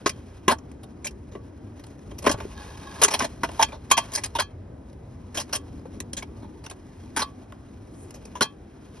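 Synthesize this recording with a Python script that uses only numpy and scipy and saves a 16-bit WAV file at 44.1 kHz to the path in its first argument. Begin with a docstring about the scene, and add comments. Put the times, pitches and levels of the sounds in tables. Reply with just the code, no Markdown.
"""Low wind and faint rubbing come first; at once a knife knocks, then cuts and scrapes in a hollow of a rock face.
A thin metal pot is held close by. Each contact is a short grind of grit that drives damped modes of blade and pot;
blows add single notes, and some contacts leave the metal singing. Later the pot drags over grit in two pushes,
and a thin high hiss swells and fades. Rock echoes surround the metal; two microphone ports hear it all.
"""
import sys
import numpy as np
from scipy import signal
from scipy.fft import rfft, irfft, next_fast_len
from scipy.io import wavfile

SR = 44100
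rng = np.random.default_rng(int(sys.argv[2]) if len(sys.argv) > 2 else 0)


def field_ratio(decibels):
    """Amplitude ratio for a level in dB (20 dB per decade); scalars and array-likes work."""
    return 10 ** (np.asarray(decibels, dtype=float) / 20)


def log_audio(samples):
    """Write samples as a 16-bit WAV file to the path given in sys.argv[1]."""
    # one column per channel
    frames = np.atleast_2d(samples).T
    # limit to full scale, then quantise
    limited = np.clip(frames, -1, 1)
    pcm = np.round(limited * 32767).astype(np.int16)
    wavfile.write(sys.argv[1], SR, pcm)


N = 396889

# wind level over time: start_s, level_db
WIND_LEVEL = [(0.0, -40.5), (1.8, -43.5), (2.33, -40), (2.7, -40.5), (3.53, -40.5), (4.9, -42), (5.81, -39),
              (6.36, -38.5), (6.72, -43), (8.32, -42), (8.7, -45.5), (9.0, -43.5)]
# relative wind spectrum: pitch_hz, level_db (per Hz)
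WIND_SPECTRUM = [(25, -23.5), (45, -4), (80, 2.5), (163, -8.5), (268, -4.5), (450, -15), (741, -21),
                 (1400, -31.5), (2730, -42.5), (5500, -51), (8000, -46), (11500, -63.5), (12800, -60)]
# left-right likeness of the wind: pitch_hz, correlation (1 = the same on both sides)
WIND_LIKENESS = [(60, .998), (200, .998), (500, 0.66), (1200, 0.46), (2600, 0.67), (5000, 1), (7000, 1)]
# slow rubbing of blade and hands: start_s, drive_db
RUBBING_LEVEL = [(0.0, -62), (0.87, -74), (2.18, -66.5), (2.68, -52.5), (2.82, -56.5), (3.11, -45.5),
                 (3.4, -62.5), (3.61, -47.5), (3.75, -70.5), (4.05, -53.5), (4.41, -65.5), (4.54, -81.5),
                 (5.45, -64.5), (6.44, -72), (7.14, -62.5), (7.49, -69.5), (8.32, -64), (8.62, -73.5),
                 (9.0, -61)]
# contacts of the edge: start_s, low_mode_drive_db, high_mode_drive_db, grind_s
EDGE_CONTACTS = [(0.059, -20, -23.5, 0.008), (0.07, -42, -30.5, 0.0094), (0.091, -39.5, -27, .0068),
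                 (0.479, -17, -19.5, 0.0077), (0.493, -22, -28.5, 0.019), (0.512, -23, -27.5, 0.013),
                 (0.584, -60, -52, .0042), (0.714, -60, -53, 0.0036), (0.831, -47, -52, .0089),
                 (1.043, -42, -32.5, 0.018), (1.067, -46, -31.5, 0.0073), (1.108, -61, -56, 0.0039),
                 (1.314, -62, -61, 0.024), (1.35, -40.5, -61, 0.0079), (1.794, -57, -55.5, 0.0064),
                 (1.837, -51.5, -48.5, 0.0048), (1.865, -66, -56, 0.0047), (1.899, -66, -65, 0.0079),
                 (1.99, -56, -65, 0.004), (2.108, -50, -60, 0.013), (2.182, -55, -37.5, 0.01),
                 (2.222, -51, -41.5, .0075), (2.239, -33, -39.5, 0.028), (2.262, -20.5, -22.5, 0.015),
                 (2.292, -24.5, -31, 0.01), (2.311, -34, -25.5, 0.011), (2.337, -34.5, -54, .011),
                 (2.37, -42, -51, 0.11), (2.401, -38.5, -50, .0062), (2.772, -58, -52, 0.0042),
                 (3.015, -19, -18, 0.014), (3.033, -27, -12, 0.01), (3.045, -22.5, -17.5, 0.0051),
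                 (3.08, -28.5, -27, 0.0065), (3.104, -32, -32, 0.032), (3.136, -25, -21.5, .011),
                 (3.19, -32, -26, .0065), (3.201, -23.5, -37, 0.012), (3.214, -31.5, -32.5, 0.027),
                 (3.242, -30.5, -33.5, 0.0096), (3.432, -21, -30, 0.0062), (3.442, -29.5, -40.5, 0.01),
                 (3.488, -34.5, -51, 0.004), (3.515, -58, -51, 0.0027), (3.592, -25, -35, 0.016),
                 (3.611, -25, -31, .0078), (3.625, -16.5, -14.5, 0.0053), (3.683, -45, -60.5, 0.025),
                 (3.72, -39, -58, 0.034), (3.901, -40, -33.5, 0.0057), (3.911, -17, -13, 0.009),
                 (3.968, -22.5, -27, .0089), (3.975, -23, -21.5, 0.011), (4.116, -48.5, -45.5, 0.022),
                 (4.133, -48, -31.5, .015), (4.15, -47.5, -18, 0.01), (4.173, -33.5, -35, 0.014),
                 (4.235, -37.5, -24, 0.012), (4.257, -42, -33, 0.0044), (4.35, -30.5, -34.5, 0.017),
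                 (4.385, -21.5, -31.5, 0.0098), (4.396, -22, -25.5, 0.0095), (4.418, -37, -33.5, 0.0046),
                 (5.343, -38, -32, 0.038), (5.37, -30, -28.5, 0.019), (5.397, -40.5, -30.5, 0.018),
                 (5.491, -48, -55, 0.0053), (5.526, -33, -24.5, 0.018), (5.55, -45, -28, 0.014),
                 (5.853, -44, -70.5, .0044), (5.93, -63, -66, 0.069), (6.002, -37.5, -31.5, 0.0027),
                 (6.131, -42, -30.5, 0.0035), (6.166, -38.5, -31.5, 0.023), (6.223, -37.5, -45, 0.0067),
                 (6.36, -58, -59.5, 0.053), (6.42, -51, -68.5, 0.031), (6.637, -51.5, -46.5, 0.018),
                 (6.662, -38.5, -36, 0.0031), (6.698, -51, -34, 0.0036), (6.709, -45.5, -42, 0.0057),
                 (7.162, -25.5, -24.5, 0.02), (7.19, -29.5, -26.5, 0.019), (7.217, -28, -32, 0.011),
                 (7.522, -41, -51.5, .0018), (8.106, -59, -42, 0.0024), (8.14, -57, -44.5, 0.015),
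                 (8.252, -62, -45.5, .0042), (8.351, -37.5, -46, 0.023), (8.408, -19, -22, 0.0039),
                 (8.417, -24, -22.5, 0.013), (8.449, -45, -54, .0095)]
# thud against the low modes, heavy while cutting, light while tapping the rim: start_s, level_db
THUD_WEIGHT = [(0.0, -3.5), (0.5, -8), (1.4, 1), (2.3, 1), (3.0, -5), (3.45, -6), (3.6, -10), (4.4, -9.5),
               (5.4, -1.5), (6.0, -0.5), (7.2, -8), (8.4, -7.5)]
# centres of thud, knock, rasp and grit: pitch_hz
BAND_CENTRES = [350, 1000, 2500, 7000]
# damped modes of blade and pot: pitch_hz, width_hz (before the thin steel narrows it), relative level_db
DAMPED_MODES = [(244, 63, -3), (403, 34, -1), (584.5, 52, -3), (661, 72, -1.5), (892, 110, -0.5),
                (1067, 77, -1.5), (1244, 160, -12), (1483, 150, -7.5), (1640, 120, 0.5), (1946, 280, -3),
                (2470, 440, -1.5), (2860, 320, -3), (3244, 190, -0.5), (3696, 400, -5.5), (4182, 250, -2),
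                (4940, 810, -2), (5654, 690, 1), (6440, 650, -0.5), (7010, 1100, -3), (7770, 260, -2),
                (8640, 1200, 0.5), (9400, 400, -5), (10265, 280, -3), (10900, 1400, -6.5),
                (11425, 690, -11.5)]
# blows, with the weight of the hand low, the pot wall near 1 kHz, the blade tip high:
# start_s, relative level_db, pitch_hz
BLOW_NOTES = [(0.06, -12, 347), (0.061, -12.5, 1082), (0.479, -7.5, 367), (0.481, -4.5, 1047),
              (0.494, -9, 1033), (1.045, -32, 2320), (1.068, -23, 2370), (1.072, -32, 5300),
              (1.078, -28, 2680), (1.352, -25, 390), (2.267, -8, 420), (2.266, -7.5, 1043),
              (2.297, -15.5, 300), (2.339, -20, 121), (2.451, -21.5, 384), (3.018, -12.5, 1150),
              (3.04, -22, 412), (3.081, -24.5, 904), (3.434, -15.5, 951), (3.595, -6.5, 910),
              (3.624, -12, 870), (3.6258, -7, 5370), (3.686, -35, 2400), (3.7204, -34, 2400),
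              (3.913, -14.5, 1030), (3.978, -13, 918), (4.353, -14.5, 924), (4.389, -17.5, 609),
              (5.37, -29, 330), (5.855, -30, 500), (5.971, -25.5, 266), (6.2235, -29, 2248),
              (7.17, -22, 300), (8.354, -26.5, 990), (8.411, -13, 1122), (8.414, -15, 373)]
# ringing time of a blow: pitch_hz, t60_s
BLOW_DECAY = [(120, .045), (400, .04), (950, 0.068), (2300, .03), (5400, 0.031)]
# echoes off the rock faces: delay_s (left side), left_db, right_db
ROCK_ECHOES = [(.004, -18, -21), (.007, -15, -14), (.012, -17, -17), (.019, -20.5, -20)]
# moments when the metal is left free and sings: start_s, relative low_mode_db, relative high_mode_db
FREE_TAPS = [(0.095, -36, -28.5), (0.5151, -18.5, -31.5), (1.3504, -32, -51), (2.2932, -15, -15.5),
             (3.048, -21.5, -18.5), (3.6234, -21, -11), (3.914, -2, -4), (3.9775, -12.5, -13),
             (4.399, -24.5, -20), (4.4166, -33.5, -16.5), (5.5485, -23, -26), (7.221, -10, -21.5),
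             (8.4188, -16.5, -8.5)]
# modes of the free metal: pitch_hz, relative level_db, t60_s
FREE_MODES = [(1065, -5, .18), (1136, -4, .2), (1690, -13, .18), (2425, -14, .12), (2580, -18, .2),
              (3210, 0, .15), (3500, -18, .18), (4130, -13, .13), (4463, -5, .11), (5093, -10, .09),
              (6180, -7, .065), (8800, -9, .06)]
# two pushes of the pot over grit: start_s, level_db
DRAG_LEVEL = [(2.47, -66), (2.53, -70), (2.565, -44.5), (2.79, -53.5), (2.874, -43.5), (3.0, -53.5)]
# modes of the pot resting on stone: pitch_hz, width_hz, relative level_db
DRAG_MODES = [(835, 32, -4), (1080, 30, -0.5), (1655, 30, -0.5), (2522, 46, -11), (3195, 140, -14.5),
              (3707, 79, -11.5), (4260, 120, -15), (4783, 140, -19.5), (5770, 350, -26)]
# thin high hiss: start_s, level_db
HISS_LEVEL = [(7.885, -90), (7.93, -65), (8.03, -53.5), (8.12, -78)]
# microphone ports: pitch_hz, lead of the right port (radians)
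PORT_LEAD = [(150, 0), (400, .6), (750, 1.1), (1400, .1), (1950, 0), (2600, -1.3), (3300, -1.2),
             (3800, -.4), (4400, -1.8), (5100, 0), (6100, -1.5), (6850, -3.05), (8600, -3.2), (9200, -4.7),
             (10000, -6.2), (12500, -5.6)]


def rms_one(x):
    """Scales a signal to rms 1."""
    return x / np.sqrt(np.mean(x ** 2) + 1e-20)


def in_time(rows, outside=None):
    """Draws straight lines between the rows, one curve per column after the time."""
    s, *columns = np.transpose(rows)
    return [np.interp(np.arange(N) / SR, s, c, outside, outside) for c in columns]


def at_hz(points, hz):
    """Reads a two-column table at a pitch, along log frequency."""
    return np.interp(np.log(hz), np.log(np.array(points)[:, 0] + 1), np.array(points)[:, 1])


def drift(rate_hz):
    """Slow chance of rms 1: noise at every 20th sample through a double one-pole low-pass."""
    r = np.exp(-40 * np.pi * rate_hz / SR)
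    noise = rng.standard_normal(N // 20 + 4002)
    slow = signal.lfilter([1], [1, -2 * r, r * r], noise)[4000:]   # past the settling of the filter
    return np.interp(np.arange(N) / 20, np.arange(len(slow)), rms_one(slow))


def resonance(x, hz, width_hz):
    """A damped mode: two poles, gain 1 on top."""
    r = np.exp(-np.pi * width_hz / SR)
    poles = [1, -2 * r * np.cos(2 * np.pi * hz / SR), r * r]
    return signal.lfilter([(1 - r * r) / 2, 0, (r * r - 1) / 2], poles, x)


def ring(taps, hz, t60_s):
    """A free mode: a unit tap sets a decaying sine of height 1 ringing."""
    r, w = field_ratio(-60 / (t60_s * SR)), 2 * np.pi * hz / SR
    return signal.lfilter([0, np.sin(w)], [1, -2 * r * np.cos(w), r * r], taps)


def grit(per_s, size_db):
    """Dense slips over grains, uneven in size and of either sign; rms 1."""
    sizes = field_ratio(size_db * np.minimum(rng.exponential(1, N), 4)) * rng.choice([-1, 1], N)
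    return rms_one(sizes * (rng.random(N) < per_s / SR))


def wind(gust_db):
    """Third-octave noise bands; its slow rise and fall moves mainly the low ones, gusts stir each on its own."""
    edges = 25 * 2 ** np.arange(0, 9.1, 1 / 3)
    white = rng.standard_normal((2, 2, N))
    low_db, = in_time(WIND_LEVEL)
    out = 0
    for k, (low, high) in enumerate(zip(edges, edges[1:])):
        band = signal.butter(2, [low, high], "band", fs=SR, output="sos")
        mid, side = signal.sosfilt(band, white[k % 2])
        hz = np.sqrt(low * high)
        alike = np.clip(at_hz(WIND_LIKENESS, hz), -1, 1)
        swell_db = (low_db - low_db.mean()) / (1 + hz / 900) + gust_db * drift(2.1)
        stereo = np.sqrt(1 + alike) * mid + np.sqrt(1 - alike) * side * [[1], [-1]]
        out = out + field_ratio(at_hz(WIND_SPECTRUM, hz) + swell_db) * stereo
    return field_ratio(low_db.mean()) * rms_one(out)


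def contacts():
    """Edge contacts and faint stray touches of crumbs and fingers, with the drive of thud, knock, rasp and grit."""
    stray_count, stray_db, spread_db, stray_grind_s = 14, -72, 5.5, 0.0041
    draw = rng.random((stray_count, 3))
    stray_start = draw[:, 0] * (N / SR - .2)
    stray_drive_db = stray_db + spread_db * 2 * (2 * draw[:, 1:] - 1)
    stray = np.c_[stray_start, stray_drive_db, np.full(stray_count, stray_grind_s)]
    s, low_db, high_db, grind_s = np.vstack([EDGE_CONTACTS, stray]).T
    weight_db = low_db + np.interp(s, *np.transpose(THUD_WEIGHT))
    thud_db = 10 * np.log10(field_ratio(2 * weight_db) + field_ratio(2 * -48))   # the hand always adds some weight
    rasp_db = low_db + 0.49 * (high_db - low_db) - 1   # the middle modes lie between low and high
    return s, grind_s, np.c_[thud_db, low_db, rasp_db, high_db]


def blade_on_rock(rise, sag_s, release_s, linger, spot_db):
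    """Grit under contacts and slow rubbing drives damped modes; each spot struck favours others."""
    hz, width_hz, level_db = np.transpose(DAMPED_MODES)
    width_hz = width_hz / (1 + hz / 9000)   # thin steel keeps its high modes sharp
    band = np.searchsorted(np.sqrt(np.multiply(BAND_CENTRES[1:], BAND_CENTRES[:-1])), hz)
    share = field_ratio(level_db)
    band_power = np.bincount(band, share ** 2 * width_hz * np.pi / SR)
    share /= np.sqrt(band_power)[band]   # each band passes about rms 1
    rub_db, = in_time(RUBBING_LEVEL)
    # in the rubbing the knock stands out by 3.5 dB, the thud sinks by 2.5
    dull_db = np.outer(band < 2, 3.5) - np.outer(band == 0, 6.0)
    press = field_ratio(rub_db + 2.4 * drift(25) + dull_db)

    t = np.arange(round(.1 * SR)) / SR
    touches = contacts()
    spots = rng.normal(0, spot_db, (len(touches[0]), len(hz)))
    for s, grind_s, drive_db, spot in zip(*touches, spots):
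        # long strokes set in and die away more gently than ticks
        onset = 1 - np.exp(-t / (rise * grind_s))
        release = np.maximum(t - grind_s, 0) / (release_s + linger * grind_s)
        shape = onset * np.exp(-t / sag_s - release)
        start = round(s * SR)
        press[:, start:start + len(t)] += np.outer(field_ratio(drive_db[band] + spot), shape)

    slips = [grit(per_s=5400, size_db=3.0), grit(per_s=5000, size_db=2.0)]
    out = np.zeros(N)
    for k in range(len(hz)):
        mode = resonance(slips[k % 2] * press[k], hz[k], width_hz[k])
        out += mode * share[k] * (-1) ** (k // 2)   # polarity flips every two modes
    return out


def blows(cycles, cycles_growth):
    """A soft push starts each single note; it lasts more cycles the higher the note, which shifts with the grip."""
    out = np.zeros(N)
    for s, level_db, hz in BLOW_NOTES:
        push = np.hanning(round(cycles * (hz / 1000) ** cycles_growth * SR / hz) + 2)
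        push = push * np.cos(2 * np.pi * hz / SR * np.arange(len(push)))
        note = ring(np.eye(1, round(.25 * SR))[0], hz, at_hz(BLOW_DECAY, hz))
        swing = np.convolve(note, push)
        start = round(s * SR)
        out[start:start + len(swing)] += field_ratio(level_db) * swing / np.abs(swing).max()
    return out


def hollow(x):
    """Rock faces add a few echoes without bass, at other delays and levels per side."""
    thin = signal.sosfilt(signal.butter(1, [500, 6000], "band", fs=SR, output="sos"), x)
    out = np.array([x, x])
    for s, left_db, right_db in ROCK_ECHOES:
        lags = round(s * SR), round(1.13 * s * SR)   # the right side hears each echo later
        for side, (echo_db, lag) in enumerate(zip((left_db, right_db), lags)):
            out[side, lag:] += field_ratio(echo_db) * thin[:-lag]
    return out


def free_metal(spot_db, below_db):
    """One tap sets every free mode ringing with a strength of its own."""
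    s, low_db, high_db = np.transpose(FREE_TAPS)
    out = np.zeros(N)
    spots = rng.normal(0, spot_db, (len(FREE_TAPS), len(FREE_MODES)))
    for k, (hz, level_db, t60_s) in enumerate(FREE_MODES):
        taps = np.full(N, 1e-18)
        tap_db = (low_db if hz < 1400 else high_db) + level_db + spots[:, k] - below_db
        taps[np.round(s * SR).astype(int)] = field_ratio(tap_db)
        out += ring(taps, hz, t60_s)
    return out


def dragged_pot(uneven_db, tilt_db):
    """Grains under the pot keep its narrow modes humming, each catching and letting go on its own."""
    grains = grit(per_s=700, size_db=4.5)
    hum = np.zeros(N)
    for hz, width_hz, level_db in DRAG_MODES:
        drive_db = level_db + tilt_db * np.log2(hz / 1000) + uneven_db * drift(20)
        hum += resonance(grains * field_ratio(drive_db), hz, width_hz)
    return field_ratio(in_time(DRAG_LEVEL, -120)[0]) * rms_one(hum)


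def hiss():
    """Noise in a high band swells and fades."""
    band = signal.butter(2, [6800, 9900], "band", fs=SR, output="sos")
    return field_ratio(in_time(HISS_LEVEL, -120)[0]) * rms_one(signal.sosfilt(band, rng.standard_normal(N)))


def scene():
    """Knife, pot, metal and hiss sound inside the hollow; the wind lies beneath without echoes."""
    knife = blade_on_rock(rise=.15, sag_s=0.031, release_s=0.0017, linger=0.48, spot_db=4.5)
    pot = blows(cycles=1.6, cycles_growth=0.36)
    metal = free_metal(spot_db=1.8, below_db=12.0) + dragged_pot(uneven_db=1.5, tilt_db=-1.0)
    return hollow(knife + field_ratio(-2.5) * pot + metal + hiss()) + wind(gust_db=2.0)


def top_cut(x):
    """Nothing passes above the cut-off."""
    return signal.sosfilt(signal.butter(12, 12860, fs=SR, output="sos"), x)


def record(dry):
    """Two microphone ports hear out of step, opposed near 8 kHz; peaks round off and the top is cut."""
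    size = next_fast_len(N + 4096)
    hz = np.arange(size // 2 + 1) * SR / size + 1
    tone_db = -1.3 * np.exp(-np.log2(hz / 350) ** 2)   # the left port is fuller in the low mids
    turn = np.exp(.5j * at_hz(PORT_LEAD, hz)) * field_ratio(tone_db)
    heard = irfft(rfft(dry, size) * np.array([1 / turn, turn]), size)[:, :N]
    rounded = 0.89 * np.tanh(heard / .95)
    top = signal.cheby2(12, 60, 13100, fs=SR, output="sos")
    return top_cut(signal.sosfilt(top, rounded))


dry = scene()
out = record(dry)
log_audio(out)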